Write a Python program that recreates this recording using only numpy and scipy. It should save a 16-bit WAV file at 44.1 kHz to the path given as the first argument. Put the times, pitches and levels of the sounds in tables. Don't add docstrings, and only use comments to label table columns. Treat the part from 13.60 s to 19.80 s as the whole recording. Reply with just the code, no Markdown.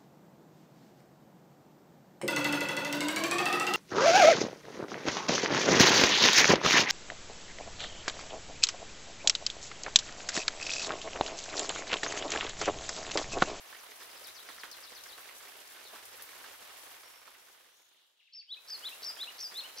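import sys
import numpy as np
from scipy import signal
from scipy.fft import rfft, irfft, next_fast_len
from scipy.io import wavfile
from scipy.ndimage import uniform_filter1d

SR = 44100
rng = np.random.default_rng(int(sys.argv[2]) if len(sys.argv) > 2 else 0)


def log_audio(samples):
    frames = np.atleast_2d(samples).T
    limited = np.clip(frames, -1, 1)
    pcm = np.round(limited * 32767).astype(np.int16)
    wavfile.write(sys.argv[1], SR, pcm)


N = 273420
TIME = np.arange(N) / SR


def undb(db):
    return 10 ** (np.asarray(db) / 20)


def level(x, db):
    return x * undb(db) / np.sqrt(np.mean(x ** 2))


def pan(left_db):
    return undb(np.array([[left_db], [-left_db]]) / 2)


def curves(rows, at):
    x, *columns = np.transpose(rows)
    return [np.interp(at, x, c) for c in columns]


def add(out, s, sound):
    i = int(np.clip(s * SR, 0, N - 1))
    out[..., i:i + sound.shape[-1]] += sound[..., :N - i]


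def noise(size, likeness):
    mid, side = rng.standard_normal((2, size))
    c = np.clip(likeness, -1, 1)
    return np.sqrt((1 + c) / 2) * mid + np.sqrt((1 - c) / 2) * np.array([side, -side])


def colour(x, points):
    size = 2 * next_fast_len(x.shape[-1])
    hz, db = np.transpose(points)
    bins_hz = np.arange(size // 2 + 1) * SR / size
    gain = undb(np.interp(np.log(bins_hz + 1), np.log(hz), db))
    cepstrum = irfft(np.log(gain))[:size // 2]
    response = np.exp(2 * rfft(cepstrum, size) - cepstrum[0])
    return irfft(rfft(x, size) * response)[..., :x.shape[-1]]


def walk(rate):
    k = int(SR / rate)
    steps = np.repeat(rng.standard_normal(N // k + 1), k)
    return 1.9 * uniform_filter1d(uniform_filter1d(steps, k), k)[:N]


def blow(x):
    return x / np.sqrt(np.mean(x[:, :SR // 250] ** 2))


# freq_hz, gain_db (relative)
WOODS_SPECTRUM = [(150, -34), (1400, -22), (2300, -17), (2900, -0.5), (3800, 1), (4800, -11), (7000, -20),
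                  (12000, -32.5)]


def woods():
    murmur = undb(1.5 * walk(12))
    return level(colour(noise(N, 0.1), WOODS_SPECTRUM), -72.5) * murmur


# time_s, level_db
ENGINE_LEVEL = [(0.0, -101), (0.6, -83.5), (2.26, -92.5), (2.48, -81.5), (3.37, -85.5), (4.86, -127),
                (5.02, -101), (5.53, -84), (5.6, -95), (6.15, -84)]
ENGINE_HZ = 91


def engine():
    db = curves(ENGINE_LEVEL, TIME)[0] + 0.97 * walk(4.5)
    hz = ENGINE_HZ + 0.89 * walk(8.9)
    drone = np.sqrt(2) * undb(db) * np.sin(2 * np.pi * np.cumsum(hz) / SR)
    return undb(-1.0) * drone * pan(3.3)


def distance():
    return engine() + woods()


# freq_hz, gain_db (relative)
AIR_SPECTRUM = [(15, -22), (35, 2), (58, 4.5), (80, 4), (130, -12), (300, -24.5)]


def air():
    return level(colour(noise(N, 0.46), AIR_SPECTRUM), -86.0) * undb(1.0 * walk(2.56)) * pan(2.4)


# freq_hz, gain_db (relative)
LAKE_SPECTRUM = [(200, -12.5), (700, 6), (2000, 3), (4000, 1), (5500, -1), (7500, -4), (10000, -1),
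                 (12200, -1), (14000, -3.5), (16000, -6.5)]


def lake():
    return level(colour(noise(N, -0.02), LAKE_SPECTRUM), -54.7) * undb(0.55 * walk(5.87)) * pan(0.9)


def shower(spots, per_s, spread_db):
    out = np.zeros((2, N))
    drops = rng.random((20000, 3))
    for when, which, chance in drops[:int(per_s * N / SR)]:
        size = min(-np.log(1 - chance), 4)
        spot = spots[int(which * len(spots))]
        add(out, when * N / SR, undb(spread_db * size) * spot)
    return out


def droplet(hz):
    snap_s, sharpness = .0009, 4
    t = np.arange(SR // 100) / SR
    burst = noise(len(t), -0.13) * np.exp(-t / snap_s)
    return blow(signal.lfilter(*signal.iirpeak(hz, sharpness, fs=SR), burst))


def drizzle():
    blades = [droplet(hz) for hz in np.linspace(3000, 15500, 120)]
    ticks = level(shower(blades, per_s=900, spread_db=3.0), -62.5)
    return ticks * undb(0.75 * walk(5.5)) * pan(1.0)


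# freq_hz, gain_db (relative)
SPLASH_SPECTRUM = [(500, -13), (2500, -11.5), (5500, -5), (8000, -8), (12000, -4.5), (16000, -6)]


def splash(bright_hz, bright_db=4):
    snap_s, spray_s, spray_db, rise_s = .002, .028, -7, .0006
    t = np.arange(SR // 9) / SR
    fall = np.exp(-t / snap_s) + undb(spray_db) * np.exp(-t / spray_s)
    x = noise(len(t), -0.068) * (1 - np.exp(-t / rise_s)) * fall
    x = x + undb(bright_db) * signal.lfilter(*signal.iirpeak(bright_hz, 3, fs=SR), x)
    return blow(colour(x, SPLASH_SPECTRUM)) * pan(0.91)


def spray():
    spots = [splash(hz) for hz in np.linspace(4000, 13000, 40)]
    return level(shower(spots, per_s=70, spread_db=1.0), -58)


# start_s, level_db (first 4 ms), brightest_hz
CLOSE_SPLASHES = [(.412, -52, 5200), (0.6685, -45, 10500), (0.889, -50, 9000), (1.0347, -50, 11000),
                  (1.112, -44, 5000), (1.1664, -50, 12000), (1.435, -44.5, 5460), (1.966, -53, 12700),
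                  (2.35, -52, 9000), (2.356, -51, 5300), (2.452, -47, 9500), (2.6203, -42, 12400),
                  (3.315, -54, 12100), (5.1914, -51, 7500), (5.2902, -48, 12100), (5.49, -50, 9000),
                  (5.941, -50, 7500), (5.97, -47.5, 10900)]


def close_splashes():
    out = np.zeros((2, N))
    for s, db, hz in CLOSE_SPLASHES:
        add(out, s + 0.0013, undb(db) * splash(hz))
    return out


# freq_hz, gain_db (relative)
CANOPY_SPECTRUM = [(70, -24), (150, -17.5), (260, -6.5), (360, -3), (490, -3), (700, -5.5), (1100, -2.5),
                   (1750, -1), (2400, -2), (3200, -1), (5000, -7), (9000, -17), (16000, -35.5)]


def tap(ring_hz, ring_s=0.03, ring_db=-9, return_s=.0046, return_db=-2, mode_db=7, likeness=0.67):
    snap_s = .0013
    t = np.arange(SR // 14) / SR
    back = (t > return_s) * np.exp(-np.abs(t - return_s) / snap_s)
    fall = np.exp(-t / snap_s) + undb(return_db) * back + undb(ring_db) * np.exp(-t / ring_s)
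    x = noise(len(t), likeness) * fall
    x = x + undb(mode_db) * signal.lfilter(*signal.iirpeak(ring_hz, 4, fs=SR), x)
    return blow(colour(x, CANOPY_SPECTRUM)) * pan(-5.5)


def patter():
    panels = [tap(hz) for hz in np.geomspace(420, 2300, 48)]
    return level(shower(panels, per_s=270, spread_db=2.0), -55.5)


def knock(hz, ring_s):
    t = np.arange(SR // 14) / SR
    tone = np.sin(2 * np.pi * hz * t) * np.exp(-t / ring_s)
    return blow(colour(np.array([[1], [1]]) * tone, CANOPY_SPECTRUM)) * pan(-3.5)


def heavy_drop(ring_hz, ring_s, knock_db=-2, cloth_db=-3, return_s=0.00434, return_db=-2,
               return_pitch=0.72, bounce_db=-12, scatter_s=0.022, count=2):
    out = np.zeros((2, SR // 6))
    add(out, 0, undb(knock_db) * knock(ring_hz, ring_s) + undb(cloth_db) * tap(ring_hz))
    add(out, return_s, undb(knock_db + return_db) * knock(return_pitch * ring_hz, ring_s))
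    for when, pitch in rng.random((count, 2)):
        add(out, scatter_s * (0.23 + when), undb(bounce_db) * tap(ring_hz * (.5 + pitch)))
    return out


# start_s, level_db (of the whole hit, relative), ring_hz, ring_s
HEAVY_DROPS = [(.127, -48.5, 1740, .001), (.147, -50, 1890, 0.0019), (.417, -53, 1750, .0015),
               (.888, -47, 1940, .001), (.898, -50.5, 1250, 0.0015), (0.979, -49, 1810, 0.00065),
               (1.034, -41.5, 1620, 0.00083), (1.044, -50.5, 1200, .002), (1.054, -52, 1550, 0.0018),
               (1.184, -53, 1660, .002), (1.319, -50.5, 790, .001), (1.461, -50, 1640, 0.0017),
               (1.579, -50.5, 1600, 0.0012), (1.689, -50, 2050, 0.00089), (2.327, -57, 670, 0.003),
               (2.332, -52.5, 714, 0.0023), (2.341, -52.5, 950, .0015), (2.348, -52, 1100, .001),
               (2.357, -51, 1510, .001), (2.596, -50, 1670, 0.0013), (2.73, -54, 1500, .002),
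               (2.778, -59, 730, .001), (2.84, -49.5, 1610, .004), (2.944, -60, 1530, .004),
               (3.259, -57, 1660, 0.0033), (3.676, -52, 1360, 0.002), (3.748, -56, 2010, .001),
               (3.884, -62.5, 1510, .0015), (5.097, -52.5, 1750, 0.0025), (5.174, -54, 1620, 0.0011),
               (5.421, -54.5, 665, 0.0025), (5.499, -52, 1280, .002), (5.565, -50, 2230, 0.0009),
               (5.631, -50, 1790, 0.0018), (5.754, -65, 2020, 0.00087), (5.919, -50, 1710, .001)]


def heavy_drops():
    out = np.zeros((2, N))
    for s, db, hz, ring_s in HEAVY_DROPS:
        add(out, s + 0.000945, undb(db) * heavy_drop(hz, ring_s))
    return out


OUT_S, TURN_S, IN_LENGTH_S, FLOOR_DB = 3.25, 4.85, .37, -48
OUT_POWER, IN_POWER = 1.79, 1.38


def rain_fade():
    fade_out = np.clip((TURN_S - TIME) / (TURN_S - OUT_S), 0, 1) ** OUT_POWER
    fade_in = np.clip((TIME - TURN_S) / IN_LENGTH_S, 0, 1) ** IN_POWER
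    return np.maximum(fade_out + fade_in, undb(FLOOR_DB))


def rain():
    blend = patter() + spray() + drizzle() + lake() + air()
    return blend * rain_fade() + heavy_drops() + close_splashes()


def glide(length_s, start_hz, turn_hz, end_hz, turn, bow):
    u = np.linspace(0, 1, int(length_s * SR))
    turn = np.clip(turn, .05, .95)
    after = np.maximum(u - turn, 0) / (1 - turn)
    bend = np.expm1(bow * after) / np.expm1(bow)
    hz = np.interp(u, [0, turn], [start_hz, turn_hz]) + (end_hz - turn_hz) * bend
    return uniform_filter1d(hz, size=SR // 150)


def whistle(hz, attack, release, depth=0, shaken=1, warble_hz=190, waver=0.013, detune_db=28, lead=.12):
    t, u = np.arange(len(hz)) / SR, np.linspace(0, 1, len(hz))
    reach = depth * np.maximum(1 - (u / shaken) ** 4, 0)
    unsteady = level(uniform_filter1d(rng.standard_normal(SR), SR // 500), 0)[:len(t)]
    cycles = warble_hz * t - lead + .035 * unsteady
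    vibrato = -reach * signal.sawtooth(2 * np.pi * cycles, .5)
    flutter_db = detune_db * (reach / 5 - np.abs(vibrato) + reach * unsteady / 5)
    envelope = np.minimum(u / attack, 1) * np.minimum((1 - u) / release, 1)
    phase = 2 * np.pi * np.cumsum(hz * (1 + vibrato + waver * unsteady)) / SR
    return np.sqrt(2) * envelope * undb(flutter_db) * np.sin(phase)


def series(start_s, gap_s, db, count, rise_db=0):
    return zip(start_s + gap_s * np.arange(count), undb(db + rise_db * np.arange(count)))


# start_s, length_s, pitch_hz, level_db, sag_octaves, vibrato (share of the pitch)
WHISTLES = [(3.39, 0.31, 5470, -65.5, 0.03, 0), (3.76, 0.11, 5500, -73, 0.041, 0.0079),
            (4.075, 0.18, 5760, -73, .14, 0.052), (4.13, .2, 6620, -72.5, .02, 0.025),
            (4.438, .15, 7030, -86, 0.27, 0.023), (4.558, 0.34, 2747, -71.5, 0.031, 0.058)]
TICKS_START_S, TICK_GAP_S, TICK_DB = 4.595, .0712, -63.5


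def far_calls():
    out = np.zeros(N)
    for s, length_s, hz, db, sag, depth in WHISTLES:
        line = hz * 2 ** (sag * np.linspace(.5, -.5, int(length_s * SR)))
        call = whistle(line, attack=0.17, release=0.41, depth=depth, shaken=2.3, warble_hz=80, waver=0.0063)
        add(out, s, undb(db) * call)
    tick = glide(0.026, 5000, 2950, 1300, turn=0.13, bow=1.4)
    for s, gain in series(TICKS_START_S, TICK_GAP_S, TICK_DB, count=4, rise_db=1.5):
        add(out, s, gain * whistle(tick, attack=.2, release=.65))
    return out


BEAT_S, CHIPS_START_S, CHIP_DB = .116, .058, -54
# start_s, level_db
SLURS = [(0.621, -48), (.739, -47.5), (.861, -48.5), (0.976, -48), (1.095, -48.5), (1.214, -48.3),
         (1.336, -48.3), (1.464, -48.8)]
# start_s, level_db
BUZZES = [(2.241, -50), (4.936, -59)]
# start_s, top_hz, level_db
PEEPS = [(0.406, 5220, -53), (.498, 5200, -54), (.558, 5280, -53), (2.522, 5280, -56)]


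def far_song():
    out = np.zeros(N)
    chip = glide(0.042, 7000, 6000, 3800, turn=0.54, bow=-1.44)
    for s, gain in series(CHIPS_START_S, BEAT_S, CHIP_DB, count=3):
        add(out, s, gain * whistle(chip, attack=0.35, release=0.33, depth=0.1))
    slur = glide(.08, 6500, 3050, 4300, turn=.69, bow=-1.6)
    carry = np.minimum(slur / 3800, 1) ** 4.5
    for s, db in SLURS:
        note = whistle(slur, attack=.3, release=.18, depth=.16, shaken=.44, waver=.013)
        add(out, s, undb(db) * carry * note)
    buzz = glide(.08, 4700, 3350, 3900, turn=.65, bow=-1.1)
    for s, db in BUZZES:
        add(out, s, undb(db) * whistle(buzz, attack=.12, release=.7, depth=.1, shaken=.6))
    for s, hz, db in PEEPS:
        peep = glide(.026, 0.93 * hz, hz, 0.48 * hz, turn=0.29, bow=2.8)
        add(out, s, undb(db) * whistle(peep, attack=0.12, release=0.15))
    return out


def sing(hz, db, fade_s=.005, waver=.009, flutter_db=1.0):
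    t = np.arange(len(hz)) / SR
    chance = uniform_filter1d(uniform_filter1d(rng.standard_normal((2, SR)), SR // 300), SR // 600)
    pitch, loudness = level(chance, 0)[:, :len(t)]
    fade = np.sin(np.pi / 2 * np.minimum(np.minimum(t, t[-1] - t) / fade_s, 1))
    gain = fade * undb(uniform_filter1d(db, size=SR // 800) + flutter_db * loudness)
    return np.sqrt(2) * gain * np.sin(2 * np.pi * np.cumsum(hz * (1 + waver * pitch)) / SR)


WARBLE_HZ, WARBLE_S, FALL_S = 74, .041, .031


def high_note(length_s, crest_hz, trough_hz, shoulder_hz, landing_hz, end_hz):
    onset_db, onset_s, detune_db, throat_hz = -12, .021, 7, 5250
    catch_db, catch_s, shaken_db = -11, .0016, 3
    t = np.arange(int(length_s * SR)) / SR
    u = t / WARBLE_S
    top = np.interp(u, [0, 2 / 3, 1], [.94 * crest_hz, crest_hz, shoulder_hz])
    bottom = trough_hz * np.interp(u, [1 / 2, 5 / 6], [1, 1.15])
    warble = top - (top - bottom) * np.abs(np.sin(np.pi * WARBLE_HZ * t)) ** 1.2
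    slide = np.interp(t - WARBLE_S, [0, FALL_S, length_s - WARBLE_S], [shoulder_hz, landing_hz, end_hz])
    slide = uniform_filter1d(slide, size=SR // 100)
    hz = uniform_filter1d(np.where(u < 1, warble, slide), size=SR // 1000)
    db = onset_db * np.maximum(1 - t / onset_s, 0)
    db = db - detune_db * (u < 1) * ((hz - throat_hz) / 1000) ** 2
    db = db + catch_db * np.exp(-((t - WARBLE_S - catch_s) / catch_s) ** 2)
    db = db - 8 * np.clip(1 - (length_s - t) / .012, 0, 1)
    shaken = np.clip(2 - 1.5 * u, 0, 1)
    flutter_db = np.maximum(shaken_db * shaken, 1)
    return sing(hz, db, fade_s=.003, waver=.011 + .018 * shaken, flutter_db=flutter_db)


def arch_note(length_s, start_hz, top_hz, swell_db, turn=.745, sweep=1.45, drop=0.335, fade_db=12):
    u = np.linspace(0, 1, int(length_s * SR))
    turn = np.clip(turn, .5, .9)
    rise = np.minimum(u / (turn - .05), 1)
    fall = np.maximum(u - turn, 0) / (1 - turn)
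    hz = start_hz + (top_hz - start_hz) * rise ** sweep - drop * top_hz * fall ** 2
    db = -swell_db * (1 - rise) ** 1.8 - fade_db * fall ** 2
    return sing(uniform_filter1d(hz, size=SR // 200), db)


# start_s, level_db, length_s, warble_crest_hz, warble_trough_hz, shoulder_hz, landing_hz, end_hz
HIGH_NOTES = [(4.723, -48, 0.09, 5920, 4320, 5550, 4500, 4400),
              (5.0743, -40.5, 0.089, 6390, 4100, 5240, 4360, 4190),
              (5.418, -39, 0.097, 6410, 3920, 5680, 4870, 5080),
              (5.7807, -40.5, 0.1, 6480, 4130, 5800, 4860, 4740),
              (6.16, -42, .092, 6170, 3980, 5740, 4830, 4900)]
# start_s, level_db, length_s, start_hz, top_hz, swell_db
ARCHED_NOTES = [(4.873, -41, 0.078, 2923, 4000, 33), (5.221, -37.5, .071, 2850, 4050, 25),
                (5.576, -37.5, 0.073, 3094, 4080, 21), (5.935, -38, 0.079, 3370, 4210, 21)]
# start_s, level_db, length_s, start_hz, middle_hz, end_hz
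LOW_NOTES = [(4.962, -55.5, .031, 2190, 2620, 2520), (5.311, -50, .036, 2376, 2790, 2700),
             (5.667, -45.5, 0.034, 2460, 2850, 3040), (6.026, -48, 0.048, 2410, 2990, 3150)]


def near_song():
    out = np.zeros(N)
    for s, db, *shape in HIGH_NOTES:
        add(out, s, undb(db) * high_note(*shape))
    for s, db, *shape in ARCHED_NOTES:
        add(out, s, undb(db) * arch_note(*shape))
    for s, db, *shape in LOW_NOTES:
        line = glide(*shape, turn=.5, bow=.5)
        add(out, s, undb(db) * whistle(line, attack=.37, release=.25, waver=.008))
    return out


def trees(x, t60_s, wet_db, early_s, early_db, reach_s):
    t = np.arange(SR) / SR
    onset = np.minimum(t / reach_s, 1) ** 2
    decay = np.exp(-np.log(1000) * t / t60_s) + undb(early_db) * np.exp(-t / early_s)
    tail = noise(SR, 0.076) * onset * decay
    tail = tail / np.sqrt(np.sum(tail ** 2) / 2)
    return undb(wet_db) * signal.fftconvolve(x[None], tail, axes=1)[:, :N]


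def birds():
    near, song, calls = near_song(), far_song(), far_calls()
    direct = np.array([near, np.roll(near, 1)]) * pan(1.4)
    close = direct + trees(near, t60_s=.7, wet_db=-8.5, early_s=.028, early_db=8, reach_s=.019)
    song = song * undb(2.2 * walk(160) - 3)
    distant = song + trees(song, t60_s=.7, wet_db=-1.5, early_s=.018, early_db=9, reach_s=.005)
    farthest = calls + trees(calls, t60_s=.9, wet_db=0, early_s=.02, early_db=6, reach_s=.006)
    return close + undb(-4.5) * (distant + farthest) * pan(6.5)


def scene():
    return distance() + rain() + birds()


TOP_HZ = 15750


def record(dry):
    return signal.sosfilt(signal.ellip(12, .1, 70, TOP_HZ, fs=SR, output="sos"), dry)


dry = scene()
out = record(dry)
log_audio(out)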